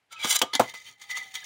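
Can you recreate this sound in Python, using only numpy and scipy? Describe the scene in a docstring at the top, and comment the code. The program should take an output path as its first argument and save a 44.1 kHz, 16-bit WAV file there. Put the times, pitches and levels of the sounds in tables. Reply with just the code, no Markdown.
"""A clay brick is dragged off a stack, knocks its neighbours, lands with a low thud and is nudged home.
Sliding friction breaks grit into a train of clicks that excites the brick's normal modes, and
stick-slip motion adds thin squeaks. Each impact rings the stack and crushes a little grit.
Brick piles close by return a short echo over a very quiet outdoor background."""
import sys
import numpy as np
from scipy import signal
from scipy.fft import rfft, irfft
from scipy.io import wavfile

SR = 44100
rng = np.random.default_rng(int(sys.argv[2]) if len(sys.argv) > 2 else 0)


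def to_wav(s):
    """Save 16-bit WAV."""
    ch = np.atleast_2d(s).T  # columns
    pcm = np.round(np.clip(ch, -1, 1) * 32767)  # PCM
    wavfile.write(sys.argv[1], SR, pcm.astype(np.int16))


N = 63945
T = np.arange(N) / SR
JUDDER_HZ, JUDDER_DB = 260, 2.5  # rate and depth of the stick-slip flutter

# The drag across the stack. Each row: time in seconds, level in dB, treble gain in dB.
DRAG = [(0.09, -82, -29), (0.122, -39.5, -6), (0.16, -49, -23.5), (0.25, -25, -8.5), (0.282, -31, -1.5),
        (0.302, -22, 3.5), (0.346, -26, -1.5), (0.362, -15.5, 2.5), (0.382, -45, -16.5), (0.392, -30, 12.5),
        (0.408, -50, -22.5), (0.47, -50, -22.5), (0.53, -53.5, -16.5)]
# The brick catching on a neighbour before it lands. Each row: time in seconds, level in dB.
CATCH = [(0.529, -50), (0.535, -26), (0.541, -32), (0.545, -22.5), (0.548, -28), (0.552, -16.5),
         (0.559, -25), (0.566, -37), (0.58, -52)]
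# The nudging into place. Each row: time in seconds, level in dB.
NUDGE = [(0.61, -38.5), (0.635, -38.5), (0.672, -44.5), (0.70, -40), (0.732, -57.5), (0.745, -40),
         (0.776, -47), (0.83, -55.5), (0.856, -46), (0.89, -46), (0.93, -57.5), (0.966, -71),
         (1.022, -44.5), (1.078, -56.5), (1.11, -31), (1.14, -47.5), (1.174, -31.5), (1.205, -44),
         (1.262, -49), (1.331, -50), (1.354, -29.5), (1.38, -45), (1.428, -45.5), (1.434, -50),
         (1.45, -32.5)]
# Modes of the brick, dragged and seated. Each row: frequency in Hz, relative level in dB, T60 in seconds.
DRAG_MODES = [(925, -8, .13), (1210, -8, .1), (1660, -7, .07), (2040, -6, .08), (2288, -2, .08),
              (2978, 0, .07), (3255, -2, .06), (3335, -6, .06), (3638, -1, .07), (3790, -4, .05),
              (3988, -1, .065), (4450, -5, .04), (5060, -5, .03), (5650, -4, .03), (5930, -2, .045),
              (6030, -3, .045), (6685, -5, .04), (6970, -2, .05), (7385, -1, .06), (8776, -4, .06)]
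SEATED_MODES = [(930, -15, .06), (1240, -13, .06), (1740, -11, .08), (2012, 0, .15), (2078, -3, .11),
                (2305, -10, .09), (3118, -6, .05), (3335, -8, .05), (3680, -6, .04), (3980, -10, .03),
                (4450, -10, .03), (4850, -11, .04), (5730, -11, .06), (6330, -12, .04), (6590, -14, .04),
                (6980, -13, .04)]
# Spectrum of crunching grit. Each row: frequency in Hz, relative level in dB.
CRUNCH_SPECTRUM = [(1000, -15.5), (4500, -3.5), (6500, 5.5), (13000, -13), (15500, -17)]


def undb(db):
    """Amplitude ratio of a level in decibels."""
    return 10 ** (np.asarray(db) / 20)


def unit(x):
    """Normalisation to an rms of 1."""
    return x / np.sqrt(np.mean(x ** 2))


def curve(table, column=1):
    """Linear interpolation of a table column over time."""
    rows = np.array(table)
    return np.interp(T, rows[:, 0], rows[:, column])


def stroke(table):
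    """Amplitude envelope of a movement, zero before and after it."""
    return undb(curve(table)) * (T >= table[0][0]) * (T <= table[-1][0])


def wander(rate):
    """Random modulation: Gaussian values, rate per second, joined by straight lines."""
    return np.interp(T * rate, np.arange(N // 10), rng.standard_normal(N // 10))


def tap(start):
    """An ideal impact: a unit impulse."""
    return signal.unit_impulse(N, int(start * SR))


def burst(start, decay, rise=.0007):
    """Transient envelope: exponential rise and decay, with time constants in seconds."""
    age = np.maximum(T - start, 0)
    return (1 - np.exp(-age / rise)) * np.exp(-age / decay)


def soften(x, hz, order=2):
    """Butterworth low-pass filtering."""
    return signal.sosfilt(signal.butter(order, hz, fs=SR, output="sos"), x)


def through(x, response):
    """Convolution with an impulse response scaled to unit energy."""
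    return signal.fftconvolve(x, response / np.sqrt(np.sum(response ** 2)))[:N]


def colour(x, spectrum, size=4096):
    """Minimum-phase filtering to the shape of a spectrum."""
    hz, db = np.array(spectrum).T
    bin_hz = np.arange(size // 2 + 1) * SR / size
    log_gain = np.interp(np.log(bin_hz + 1), np.log(hz), np.log(undb(db)))
    cepstrum = irfft(log_gain)[:size // 2]
    cepstrum[1:] *= 2  # folding makes the response causal
    return through(x, irfft(np.exp(rfft(cepstrum, size))))


def ring(x, modes):
    """Modal superposition: x excites damped sinusoids of alternating sign, weighted by energy."""
    t = T[:N // 3]
    response = np.zeros_like(t)
    for k, (hz, db, t60) in enumerate(modes):
        amplitude = (-1) ** k * undb(db) / np.sqrt(t60)
        response += amplitude * np.exp(-np.log(1000) * t / t60) * np.sin(2 * np.pi * hz * t)
    return through(x, response)


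def rubbed(x, modes):
    """Forced vibration under a moving contact: each mode swells, fades and detunes independently."""
    shift_hz, swell_db, detune = 45, 2, .004
    out, energy = np.zeros(N), 0
    for hz, db, t60 in modes:
        pole = np.exp(-np.log(1000) / (t60 * SR))
        pitch = hz * (1 + detune * wander(shift_hz))
        phasor = np.exp(2j * np.pi * np.cumsum(pitch) / SR)
        force = x * undb(swell_db * wander(shift_hz))
        swing = signal.lfilter([1], [1, -pole], force / phasor) * phasor
        out += undb(db) * np.sqrt(2 * (1 - pole ** 2)) * swing.imag
        out = -out  # successive modes alternate in sign
        energy += undb(db) ** 2
    return out / np.sqrt(energy)


def grit():
    """Shot noise of breaking grains: dense clicks, mostly small, modulated by stick and slip."""
    grains_per_s, spread_db = 5000, 2.7
    hit = rng.random(N) < grains_per_s / SR
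    size = undb(spread_db * np.minimum(rng.exponential(size=N), 4))
    sign = rng.choice([-1, 1], N)
    return unit(hit * size * sign * undb(JUDDER_DB * wander(JUDDER_HZ)))


def air():
    """Stationary filtered noise: the faint outdoor background."""
    # Spectrum of the background. Each row: frequency in Hz, relative level in dB.
    spectrum = [(30, -12.5), (300, -13.5), (600, -3), (750, 0.5), (1200, -3.5), (2100, 0), (6000, -14.5),
                (12000, -19.5), (15000, -32)]
    return undb(-76) * colour(rng.standard_normal(N), spectrum)


def echo(x):
    """Scattering from the surrounding piles returns a short, dull tail."""
    delay_s, t60_s, cutoff_hz = 0.01, 0.15, 4500
    scatter = soften(rng.standard_normal(N), cutoff_hz, order=1)
    return undb(-22) * through(x, scatter * burst(delay_s, t60_s / np.log(1000)))


def rumble():
    """Low-frequency random vibration of the stack as the brick is worked in."""
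    # Strength of the rumble. Each row: time in seconds, level in dB.
    levels = [(0.0, -84), (0.1, -84), (0.2, -70), (0.5, -73), (0.68, -61), (0.83, -73), (0.9, -66),
              (0.97, -81), (1.15, -71), (1.26, -65), (1.31, -77), (1.45, -73)]
    # Its spectrum. Each row: frequency in Hz, relative level in dB.
    spectrum = [(25, -27), (60, -10), (120, -1), (200, -10), (500, -10), (900, -15.5), (2000, -50.5)]
    return colour(rng.standard_normal(N), spectrum) * undb(curve(levels))


def crumbs():
    """Brittle fracture: single larger grains snap under the brick while it moves."""
    crumbs_per_s, spread_db, decay_s = 90, 4, .0004
    hit = rng.random(N) < crumbs_per_s / SR
    snaps = unit(hit * undb(spread_db * np.clip(rng.standard_normal(N), -2, 2)))
    chip = rng.standard_normal(N) * np.exp(-T / decay_s)
    dulling = undb(np.minimum(curve(DRAG, column=2), 0))
    effort = stroke(DRAG) * dulling + stroke(CATCH) + stroke(NUDGE) / 2
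    return undb(-9) * colour(through(snaps * effort, chip), CRUNCH_SPECTRUM)


def squeaks():
    """Stick-slip oscillation: narrow, unsteady tones that swell and fade."""
    # Squeaks. Each row: start and length in seconds, first and last frequency in Hz, level in dB.
    tones = [(0.109, 0.086, 1350, 1275, -46), (0.159, 0.03, 2560, 2540, -43.5),
             (0.19, 0.067, 2325, 2196, -35.5), (0.225, 0.022, 3310, 3340, -29.5),
             (0.458, 0.08, 1185, 1255, -45), (0.964, 0.51, 826, 745, -61.5),
             (1.094, 0.147, 2020, 2008, -33)]
    out = np.zeros(N)
    for start, length, first_hz, last_hz, db in tones:
        along = np.clip((T - start) / length, 0, 1)
        waver = 1 + 0.015 * unit(soften(rng.standard_normal(N), hz=80))
        pitch = (first_hz + (last_hz - first_hz) * along) * waver
        flutter = undb(JUDDER_DB * wander(JUDDER_HZ))
        swell = 2 * np.sqrt(along * (1 - along))
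        out += undb(db) * flutter * swell * np.sin(2 * np.pi * np.cumsum(pitch) / SR)
    return out


def slips():
    """Transient excitation: each jerk against the neighbours crunches grit and rings the brick afresh."""
    # Jerks. Each row: start in seconds, crunch level in dB, impulse level in dB.
    jerks = [(0.532, -40, -2), (0.551, -28, -4), (0.685, -53, -15), (0.773, -47, -26), (1.016, -42, -16),
             (1.096, -40, -11), (1.153, -46, -13), (1.169, -39, -7), (1.223, -45, -15), (1.339, -36, -17),
             (1.354, -42, -8)]
    crunch = sum(undb(db) * burst(start, decay=.009, rise=.004) for start, db, _ in jerks)
    push = sum(undb(db) * tap(start) for start, _, db in jerks)
    return colour(crunch * grit(), CRUNCH_SPECTRUM) + ring(soften(push, hz=2600), SEATED_MODES)


def rub(movement, spectrum, modes, grit_db, ring_db):
    """Friction noise: grit is heard directly and through the modes that it drives."""
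    grains = grit() * stroke(movement)
    return undb(grit_db) * colour(grains, spectrum) + undb(ring_db) * rubbed(grains, modes)


def nudge():
    """Light sliding friction as the seated brick is pushed into place."""
    # Spectrum of the grit beneath it. Each row: frequency in Hz, relative level in dB.
    spectrum = [(100, -17), (300, -16.5), (600, -11), (1000, -1.5), (1500, -8.5), (2100, 14.5), (2600, 0),
                (3500, 1.5), (6500, -13.5), (9500, -2), (11500, -17), (13800, -17), (15000, -3)]
    return rub(NUDGE, spectrum, SEATED_MODES, grit_db=-5.5, ring_db=-1.5)


def catch():
    """Brief sliding friction as the brick catches on its neighbour."""
    # Spectrum of the scrape. Each row: frequency in Hz, relative level in dB.
    spectrum = [(100, -31.5), (280, 4), (600, -5), (950, 12.5), (1250, -5), (1600, 5.5), (2600, -11.5),
                (3200, 13.5), (4700, 7.5), (5400, -1.5), (6900, -16), (9000, -12.5), (9850, 5),
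                (11200, -30), (15200, -10.5)]
    return rub(CATCH, spectrum, SEATED_MODES, grit_db=-1, ring_db=-10)


def thud():
    """Damped low oscillation of the whole pile as the brick's full weight lands."""
    # The landing: start in seconds, frequency in Hz, level in dB, decay time in seconds.
    landing = (0.599, 120, -31, .022)
    start, hz, db, decay = landing
    return undb(db) * burst(start, decay) * np.sin(2 * np.pi * hz * (T - start))


def clink():
    """Impulse response: a hard corner strikes and rings the brick's middle modes like pottery."""
    # The corner's strike. Each row: start in seconds, impulse level in dB.
    strikes = [(0.4165, 1.5)]
    # Spectrum of the contact force. Each row: frequency in Hz, relative level in dB.
    spectrum = [(2300, -16), (2950, -3), (3250, 2), (3600, -15), (5100, -2), (7000, -18)]
    push = sum(undb(db) * tap(start) for start, db in strikes)
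    return ring(colour(push, spectrum), DRAG_MODES)


def clunk(start, hz):
    """Contact resonance: the brick bounces for a few cycles, sinking in pitch as the load eases."""
    decay_s, sag = 0.0042, 0.08
    age = np.maximum(T - start, 0)
    pitch = hz * (1 - sag * (1 - np.exp(-age / (2 * decay_s))))
    return burst(start, decay_s) * np.sin(2 * np.pi * np.cumsum(pitch * (age > 0)) / SR)


def knocks():
    """Impact excitation: each blow clunks, rings the stack, rattles loose bricks and crushes grit."""
    # Blows. Each row: start in seconds, clunk frequency in Hz, drive levels in dB of clunk, stack,
    # rattle and crack, decay time of the crack in seconds.
    blows = [(0.2448, 961, -21.5, -20.5, -31, -23.5, 0.0045), (0.2485, 269, -20.5, -45, -36, -24, 0.0051),
             (0.4153, 944, -15.5, -13.5, -28, -10.5, 0.0059), (0.4251, 507, -20.5, -7, -30.5, -36, 0.0031),
             (0.5952, 759, -8.5, -7, -25, -16.5, 0.0058), (0.5988, 709, -3, -0.5, -19.5, -33.5, 0.024),
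             (0.738, 990, -39, -45, -50, -39.5, 0.014), (1.171, 1254, -32, -59, -52, -40.5, 0.0048),
             (1.43, 1750, -38.5, -52.5, -71, -56, 0.0053)]
    # Modes of the stack. Each row: frequency in Hz, relative level in dB, T60 in seconds.
    stack_modes = [(215, -16, .12), (270, -11, .1), (363, -13, .07), (493, 3, .06), (660, -5, .05),
                   (724, -2, .06), (845, -7, .055), (920, -5, .12), (1195, -6, .09)]
    # Spectra of loose bricks and of crushed grit. Each row: frequency in Hz, relative level in dB.
    rattle_spectrum = [(30, -46), (70, -22), (110, -9), (180, -8), (270, -1), (400, -1), (500, 2),
                       (600, -1), (850, 2), (1300, -4), (2500, -25), (8000, -50)]
    crack_spectrum = [(200, -35), (900, 6.5), (1700, 2), (3200, 2), (5000, -5), (8000, -4), (11500, -11.5),
                      (13500, -11.5), (15200, -7)]
    clunks, push, rattle, crack = np.zeros((4, N))
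    for start, clunk_hz, clunk_db, stack_db, rattle_db, crack_db, crack_decay in blows:
        clunks += undb(clunk_db) * clunk(start, clunk_hz)
        push += undb(stack_db) * tap(start)
        rattle += undb(rattle_db) * burst(start, decay=0.014)
        crack += undb(crack_db) * burst(start, crack_decay)
    crack *= grit()
    stack = 2 * ring(soften(push, hz=1570), stack_modes)
    body = clunks + stack + colour(rattle * grit(), rattle_spectrum)
    return body + colour(crack, crack_spectrum) + undb(-12) * ring(crack, DRAG_MODES)


def drag():
    """Sliding friction: grit under the dragged brick hisses and rings it, brighter as it bites."""
    # Spectrum of the sliding grit. Each row: frequency in Hz, relative level in dB.
    spectrum = [(100, -25), (450, -11), (1000, 2.5), (1450, -1), (3500, 6.5), (5000, 1), (7000, 2.5),
                (9500, 5.5), (11300, -8), (12500, -0.5), (13000, -7), (13900, -5.5), (14600, 2.5),
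                (16000, -3.5)]
    crossover_hz = 4700
    scrape = rub(DRAG, spectrum, DRAG_MODES, grit_db=-3, ring_db=-3)
    low = soften(soften(scrape, crossover_hz)[::-1], crossover_hz)[::-1]  # both ways: zero phase
    return low + (scrape - low) * undb(curve(DRAG, column=2))


def scene():
    """Superposition of the bricks, their echo and the background, in one channel."""
    bricks = catch() + nudge() + rumble() + drag() + squeaks()
    bricks += knocks() + clink() + thud() + slips() + crumbs()
    return (bricks + echo(bricks) + air())[None]


def record(dry):
    """Band limiting: a high-pass thins the deep bass and a steep low-pass cuts the top."""
    low_cut_hz, top_hz = 62, 15750
    thin = signal.sosfilt(signal.butter(3, low_cut_hz, "high", fs=SR, output="sos"), dry)
    return signal.sosfilt(signal.ellip(10, .2, 80, top_hz, fs=SR, output="sos"), thin)


dry = scene()
out = record(dry)
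to_wav(out)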